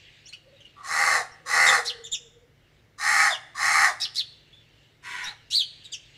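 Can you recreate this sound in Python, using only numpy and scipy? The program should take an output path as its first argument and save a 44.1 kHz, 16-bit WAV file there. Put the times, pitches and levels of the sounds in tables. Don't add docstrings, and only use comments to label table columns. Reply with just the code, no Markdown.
import sys
import numpy as np
from scipy import signal
from scipy.fft import rfft, irfft
from scipy.io import wavfile
from scipy.ndimage import uniform_filter1d, map_coordinates

SR = 44100
rng = np.random.default_rng(int(sys.argv[2]) if len(sys.argv) > 2 else 0)


def output_pcm(signal):
    pcm = np.clip(np.atleast_2d(signal).T, -1, 1) * 32767
    wavfile.write(sys.argv[1], SR, np.round(pcm).astype(np.int16))


N = 272097

# frequency in Hz, relative level in dB.
BREATH_HISS = [(1760, -24.5), (3000, -15.5), (3440, -17), (3710, -7.5), (3920, -9), (4090, -3.5),
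               (4630, -5), (5030, -4.5), (5970, -5.5), (7590, -7), (8250, -10.5), (10800, -13.5),
               (12200, -24.5), (13800, -28), (15500, -32)]


def amp(db):
    return 10 ** (np.asarray(db) / 20)


def evened(x):
    return x / np.sqrt(np.mean(x ** 2) + 1e-20)


def read(points, hz):
    f, value = np.transpose(points)
    return np.interp(np.log(hz + 1), np.log(f + 1), value)


def wander(size, hz):
    f = np.fft.rfftfreq(size + SR, 1 / SR)
    return evened(irfft(rfft(rng.standard_normal(size + SR)) * np.exp(-(f / hz) ** 2)))[:size]


def wavering_phase(hz, share, speed_hz, size):
    return 2 * np.pi * np.cumsum(hz * (1 + share * wander(size, speed_hz))) / SR


def band(x, edges):
    return evened(signal.sosfiltfilt(signal.butter(4, edges, "band", fs=SR, output="sos"), x))


def colour(x, spectrum, size=4096):
    log_gain = np.log(amp(read(spectrum, abs(np.fft.fftfreq(size, 1 / SR)))))
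    ring = np.fft.ifft(np.exp(np.conj(signal.hilbert(log_gain)))).real[:size // 2]
    return evened(signal.fftconvolve(x, ring)[:len(x)])


def background(rumble_db=-62.5, hiss_db=-84, waver=0.05):
    # frequency in Hz, relative level in dB.
    rumble_colour = [(15, -48), (25, -15), (49, -0.5), (70, -6.5), (107, -1.5), (152, -8), (183, -11.5),
                     (349, -11.5), (470, -12.5), (1050, -23), (2240, -17.5), (2430, -28.5), (5740, -30.5),
                     (8360, -40.5), (15500, -42.5)]
    # pitch in Hz, level in dB.
    drone_tones = [(46, -89), (108, -71), (145, -68.5)]
    drone = sum(amp(db) * evened(np.sin(wavering_phase(hz, waver, 15, N))) for hz, db in drone_tones)
    hiss = amp(hiss_db) * rng.standard_normal(N)
    return drone + hiss + amp(rumble_db) * colour(rng.standard_normal(N), rumble_colour)


def hum(flutter=0.66, waver=.035, fade_db=-6.5):
    # start and length in seconds, first and last pitch in Hz, level halfway in dB.
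    swells = [(.42, 0.25, 520, 557, -59.5), (1.4, 0.34, 524, 483, -51), (1.594, 0.57, 488, 455.6, -47.5),
              (2.12, .5, 477, 462, -61)]
    out = np.zeros(N)
    for start, length, first_hz, last_hz, level_db in swells:
        along = np.linspace(0, 1, round(length * SR))
        hz = first_hz + (last_hz - first_hz) * along
        tone = np.sin(wavering_phase(hz, waver, 70, len(hz)))
        envelope = np.sin(np.pi * along) * amp(level_db + fade_db * (along - .5))
        add(out, start, envelope * evened(tone * (1 + flutter * wander(len(hz), 25))))
    return out


def far_birds(patchy_db=3):
    # time in seconds, level in dB.
    loudness = [(0, -56), (.2, -55.5), (.45, -66), (0.601, -60.5), (.75, -62), (1.401, -66), (2.5, -77.5),
                (2.75, -66.5), (2.953, -77), (4.352, -64.5), (4.551, -62.5), (4.7, -64), (4.85, -61.5),
                (5.001, -69), (5.8, -57.5), (6.17, -56.5)]
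    # frequency in Hz, relative level in dB.
    chatter_colour = [(1000, -52.5), (1700, -8), (1900, -8.5), (2440, -6.5), (2830, 0.5), (3440, -7.5),
                      (3610, -5.5), (4240, -9.5), (5370, -20), (7770, -21), (9000, -36), (11700, -65),
                      (19800, -120)]
    hz, _, spectra = signal.stft(rng.standard_normal(N), SR, nperseg=512, noverlap=384)
    patches = uniform_filter1d(rng.standard_normal(spectra.shape), size=5, axis=0)
    patches = evened(uniform_filter1d(patches, size=20, axis=1))
    spectra = spectra * amp(read(chatter_colour, hz)[:, None] + patchy_db * patches)
    chatter = evened(signal.istft(spectra, SR, nperseg=512, noverlap=384)[1][:N])
    return chatter * amp(np.interp(np.arange(N) / SR, *np.transpose(loudness)))


def chirp(rise_s, fall_s, first_hz, top_hz, last_hz, second_hz, level_db, swell_db, octave_db, roughness,
          jitter=.048, scratch_db=10, fade_db=-10.5, attack_s=.008, release_s=.004):
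    t = np.arange(0, rise_s + fall_s, 1 / SR)
    size = len(t)
    rise, fall = np.minimum(t / rise_s, 1), np.maximum(t - rise_s, 0) / fall_s
    hz = first_hz + (top_hz - first_hz) * rise ** 1.6 + (last_hz - top_hz) * fall ** 0.99
    early = 1 - rise ** 4
    rough = np.clip(roughness * (.45 + .55 * early), 0, 1)
    held_back_db = swell_db * (1 - rise)
    other_hz = second_hz * (hz / hz.mean()) ** 0.32
    phase, other = (wavering_phase(f, jitter * np.sqrt(rough), 600, size) for f in (hz, other_hz))
    overtone_db = octave_db + .75 * held_back_db - 14.5 * np.log2(hz / top_hz)
    upper = np.sin(3 * phase) + amp(-7) * np.sin(4 * phase) * (4 * hz < SR / 2)
    overtones = amp(overtone_db) * np.sin(2 * phase) + amp(-27 + .22 * overtone_db) * upper
    second_voice = amp(-1) * np.sin(other) + amp(-9 + overtone_db / 2) * np.sin(phase + other)
    second_share = (second_hz > 0) * (0.083 + 0.917 * early)
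    undertone = amp(-19) * np.sin(phase / 2)
    air = band(colour(rng.standard_normal(size), BREATH_HISS), (1200, 16000))
    air *= amp(-19 + 0.95 * held_back_db) * np.sqrt(rough)
    voice = np.sin(phase) + overtones + second_share * second_voice + rough * undertone + air
    scratch = amp(scratch_db * np.sqrt(rough) * np.tanh(wander(size, 470)))
    edges = np.clip(np.minimum(t / attack_s, (t[-1] - t) / release_s), 0, 1)
    envelope = amp(level_db - held_back_db + fade_db * fall) * np.sin(np.pi / 2 * edges) ** 2
    return envelope * voice * evened(scratch)


def chirps():
    # start, rise and fall in seconds; pitch at the start, after the rise and at the end
    # in Hz; second voice in Hz (off at 0 or below); level, swell and relative strength of the
    # octave overtone in dB; roughness (0 is clear).
    calls = [ (.254, 0.029, 0.0062, 2750, 3510, 3200, -4, -56.5, -9, 5.5, 0.37),
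             (.281, 0.012, 0.011, 4586, 4300, 3950, -2, -43, 19, -12, .15),
             (.321, 0.017, 0.016, 2103, 3050, 2600, 4391.5, -39, 7, -20, 0.78),
             (.475, .025, 0.03883, 4450, 4400, 4300, -5, -68, 7, -25, 0.07),
             (.535, 0.037, .025, 3894, 3783, 3684, 1, -61, 9, -27, .12),
             (0.601, .012, 0.011, 3210, 3180, 2971, -20, -48, 8, -15.5, 0.38),
             (0.645, 0.012, 0.02145, 3034, 2810, 2810, -5, -45, 4, -38, 0.3),
             (1.31, .013, .025, 6110, 5550, 5250, 26, -52, 13.5, -36, 0.17),
             (1.66, 0.032, 0.015, 3760, 3550, 3520, 5328, -21, 10.5, -8, 0.65),
             (1.843, 0.04, .028, 3611, 4390, 2655, 5317, -21.5, 31.5, -39, 1.11),
             (2.036, 0.026, 0.014, 3453, 3620, 2600, -3.5, -37.5, 2.5, -4, 0.31),
             (2.112, 0.02, 0.025, 3376, 3754, 2513, 2, -25, 27, -4, 0.26),
             (3.298, 0.03, 0.032, 3480, 3590, 2700, 4988, -25.5, 17, -17, 0.4),
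             (3.997, 0.031, 0.035, 4900, 5530, 2540, 3691, -22, 21, -38, 1.17),
             (4.143, 0.042, .03, 3490, 4560, 2794, 4999, -20.5, 25, -41, 0.85),
             (4.526, 0.022, 0.074, 3420, 3470, 3456, 0, -53.5, -6, -27, 0.25),
             (5.228, 0.0188, .014, 5100, 5720, 5234, 2.5, -35.5, 6, -19, 1),
             (5.241, 0.054, .016, 3656, 4130, 4250, 1, -36.5, 5.5, -38, 0.6),
             (5.5, 0.05812, 0.068, 2615, 4668, 2940, 4111, -16, 28, -27, 0.25),
             (5.834, 0.022, 0.013, 4125, 3820, 3300, 4504, -41, 16.5, -12, 0.76),
             (5.916, 0.022348, 0.016, 3800, 3065, 2490, 4647, -32, 11, -3, 0.2), ]
    out = np.zeros(N)
    for start, *settings in calls:
        add(out, start, chirp(*settings))
    return out


def rasp(held_s, swell_s, snap_hz, top_s, levels_db, throat, breathiness, weak_snap, thrum_db,
         sag, sag_s, release_s=0.06, puff_s=0.0052, reflection_s=0.00094):
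    throat_bands = [(1370, 4200), (970, 1370), (380, 970)]
    # steepness of the swell, fade after letting go in dB per second.
    responses = [(2.12, 328.5), (1.22, 297), (2.5314, 89), (1.49, 264)]
    # frequency in Hz, relative level in dB.
    thrum_colour = [(50, -30), (110, -2.5), (150, -1), (270, -16), (380, -2), (600, -12.5), (1200, -37.5)]
    t = np.arange(0, held_s + release_s, 1 / SR)
    size = len(t)
    effort, released_s = 1 - np.exp(-t / swell_s), np.maximum(t - held_s, 0)
    *band_gains, hiss_gain = (effort ** steep * amp(db - db_per_s * released_s)
                              for db, (steep, db_per_s) in zip(levels_db, responses))
    half_turns = np.floor(wavering_phase(snap_hz, .007, 60, size) / np.pi)
    snaps = np.diff(half_turns, prepend=0) * np.where(half_turns % 2, weak_snap, 1)
    snaps *= amp(2 * np.tanh(wander(size, 120)))
    air = signal.lfilter([1], [1, -np.exp(-1 / (puff_s * SR))], snaps)
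    puffs = evened((air + .3) * rng.standard_normal(size))
    pulses = (1 - breathiness) * evened(snaps) + breathiness * puffs
    speed = 1 - 1.6 * (t - top_s) ** 2 - sag * np.exp((t - t[-1]) / sag_s)
    position = np.cumsum(speed)
    ringing = np.interp(position, np.arange(size), colour(pulses, throat))
    voice = amp(-1.5) * sum(gain * band(ringing, edges) for gain, edges in zip(band_gains, throat_bands))
    thrum = amp(thrum_db) * band_gains[0] * colour(pulses, thrum_colour)
    hiss = colour(puffs, BREATH_HISS)
    hiss = evened(hiss + amp(-7) * np.roll(hiss, round(reflection_s * SR)))
    hiss = amp(-2) * hiss_gain * map_coordinates(hiss, [position], mode="nearest")
    return (voice + thrum + hiss) * signal.windows.tukey(size, 0.029)


def rasps():
    # frequency in Hz, relative level in dB.
    first_throat = [(240, -58), (400, -51.5), (526, -6.5), (580, -21.5), (789, -7), (959, -8), (1070, -26),
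                    (1150, -3), (1330, -10), (1610, -7), (1930, -3), (2000, 1.5), (2400, -22.5),
                    (2580, -19), (3300, -32.5), (4290, -65.5), (7260, -120)]
    second_throat = [(290, -80), (500, -38), (670, -15), (778, -3.5), (897, 1.5), (978, -19), (1150, -3),
                     (1230, 0.5), (1350, -5.5), (1470, -10), (1580, -9), (1910, -1.5), (2220, -7),
                     (2370, -16.5), (3300, -33.5), (4290, -54), (7260, -120)]
    soft_throat = [(380, -44.5), (650, -17), (786, -17), (995, 2), (1280, -19), (1360, -13), (1570, -7.5),
                   (1750, -12.5), (1960, -7), (3070, -20), (4000, -22), (5200, -29), (8800, -120)]
    voices = {"first": (first_throat, 0.54, 0.32, -32.5, .05, .05),
              "second": (second_throat, 0.63, 0.51, -37.5, 0.19, .035),
              "soft": (soft_throat, 0.89, 0.55, -27.5, 0.091, 0.064)}
    # start, hold and swell in seconds; strong snaps per second; seconds to the top of
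    # the arch; relative levels of the upper, middle and low band and the hiss in dB; voice.
    calls = [ (0.754, 0.075, 0.018, 73.8, 0.053, -61.5, -46, -63, -69, "first"),
             (.82, 0.34614, 0.10445, 79.82, 0.21, -21.5, -29.5, -31.5, -29, "first"),
             (1.447, .307, 0.06, 80.4, 0.21227, -19.5, -29.5, -31.5, -27.5, "first"),
             (2.972, 0.3, 0.062, 80.04, .21, -20.5, -31.5, -32, -28, "second"),
             (3.538, 0.32, 0.08, 80.4, .23, -20, -28.5, -31, -27.5, "second"),
             (5.017, 0.26, 0.033, 96.4, 0.073, -36.5, -49.5, -54, -48.5, "soft"), ]
    out = np.zeros(N)
    for start, held_s, swell_s, snap_hz, top_s, *levels_db, voice in calls:
        add(out, start, rasp(held_s, swell_s, snap_hz, top_s, levels_db, *voices[voice]))
    return out


def add(mix, start_s, sound):
    part = mix[max(round(start_s * SR), 0):][:len(sound)]
    part += sound[:len(part)]


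def yard(x, echo_db, tail_db, scatter_s, scatter_db=-5):
    # frequency in Hz, seconds to fade by 60 dB.
    ring_times = [(300, 1.05), (1000, 0.61), (2000, 0.7), (4000, 0.59), (7000, 0.5), (9000, 0.59),
                  (15000, 0.0198)]
    # delay in seconds, level in dB before echo_db is added.
    echoes = [(.0027, -6.5), (.0062, -16), (0.011, -6.5), (.021, -13.5), (.037, -16)]
    t = np.arange(SR) / SR
    hz, frame_s, spectra = signal.stft(rng.standard_normal(SR) * (t > .015), SR, nperseg=256)
    spectra *= amp(-60 * frame_s / read(ring_times, hz)[:, None])
    tail = signal.istft(spectra, SR, nperseg=256)[1][:SR]
    scatter = rng.standard_normal(SR) * (rng.random(SR) < 2000 / SR)
    scatter *= (t > .003) * amp(-60 * t / scatter_s)
    response = amp(tail_db) * tail / np.linalg.norm(tail)
    response += amp(scatter_db) * scatter / np.linalg.norm(scatter)
    response[0] += 1
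    for delay_s, db in echoes:
        response[round(delay_s * SR)] += amp(db + echo_db)
    return signal.fftconvolve(x, response)[:N]


def scene():
    scolding = yard(rasps(), echo_db=-3, tail_db=-19.5, scatter_s=.2)
    chirping = yard(chirps(), echo_db=0, tail_db=-16.5, scatter_s=0.092)
    return (scolding + chirping + far_birds() + hum() + background())[None]


def record(dry):
    low_pass = signal.firwin(511, 15650, window=("kaiser", 9), fs=SR)
    return signal.oaconvolve(dry, low_pass[None], "same")


dry = scene()
out = record(dry)
output_pcm(out)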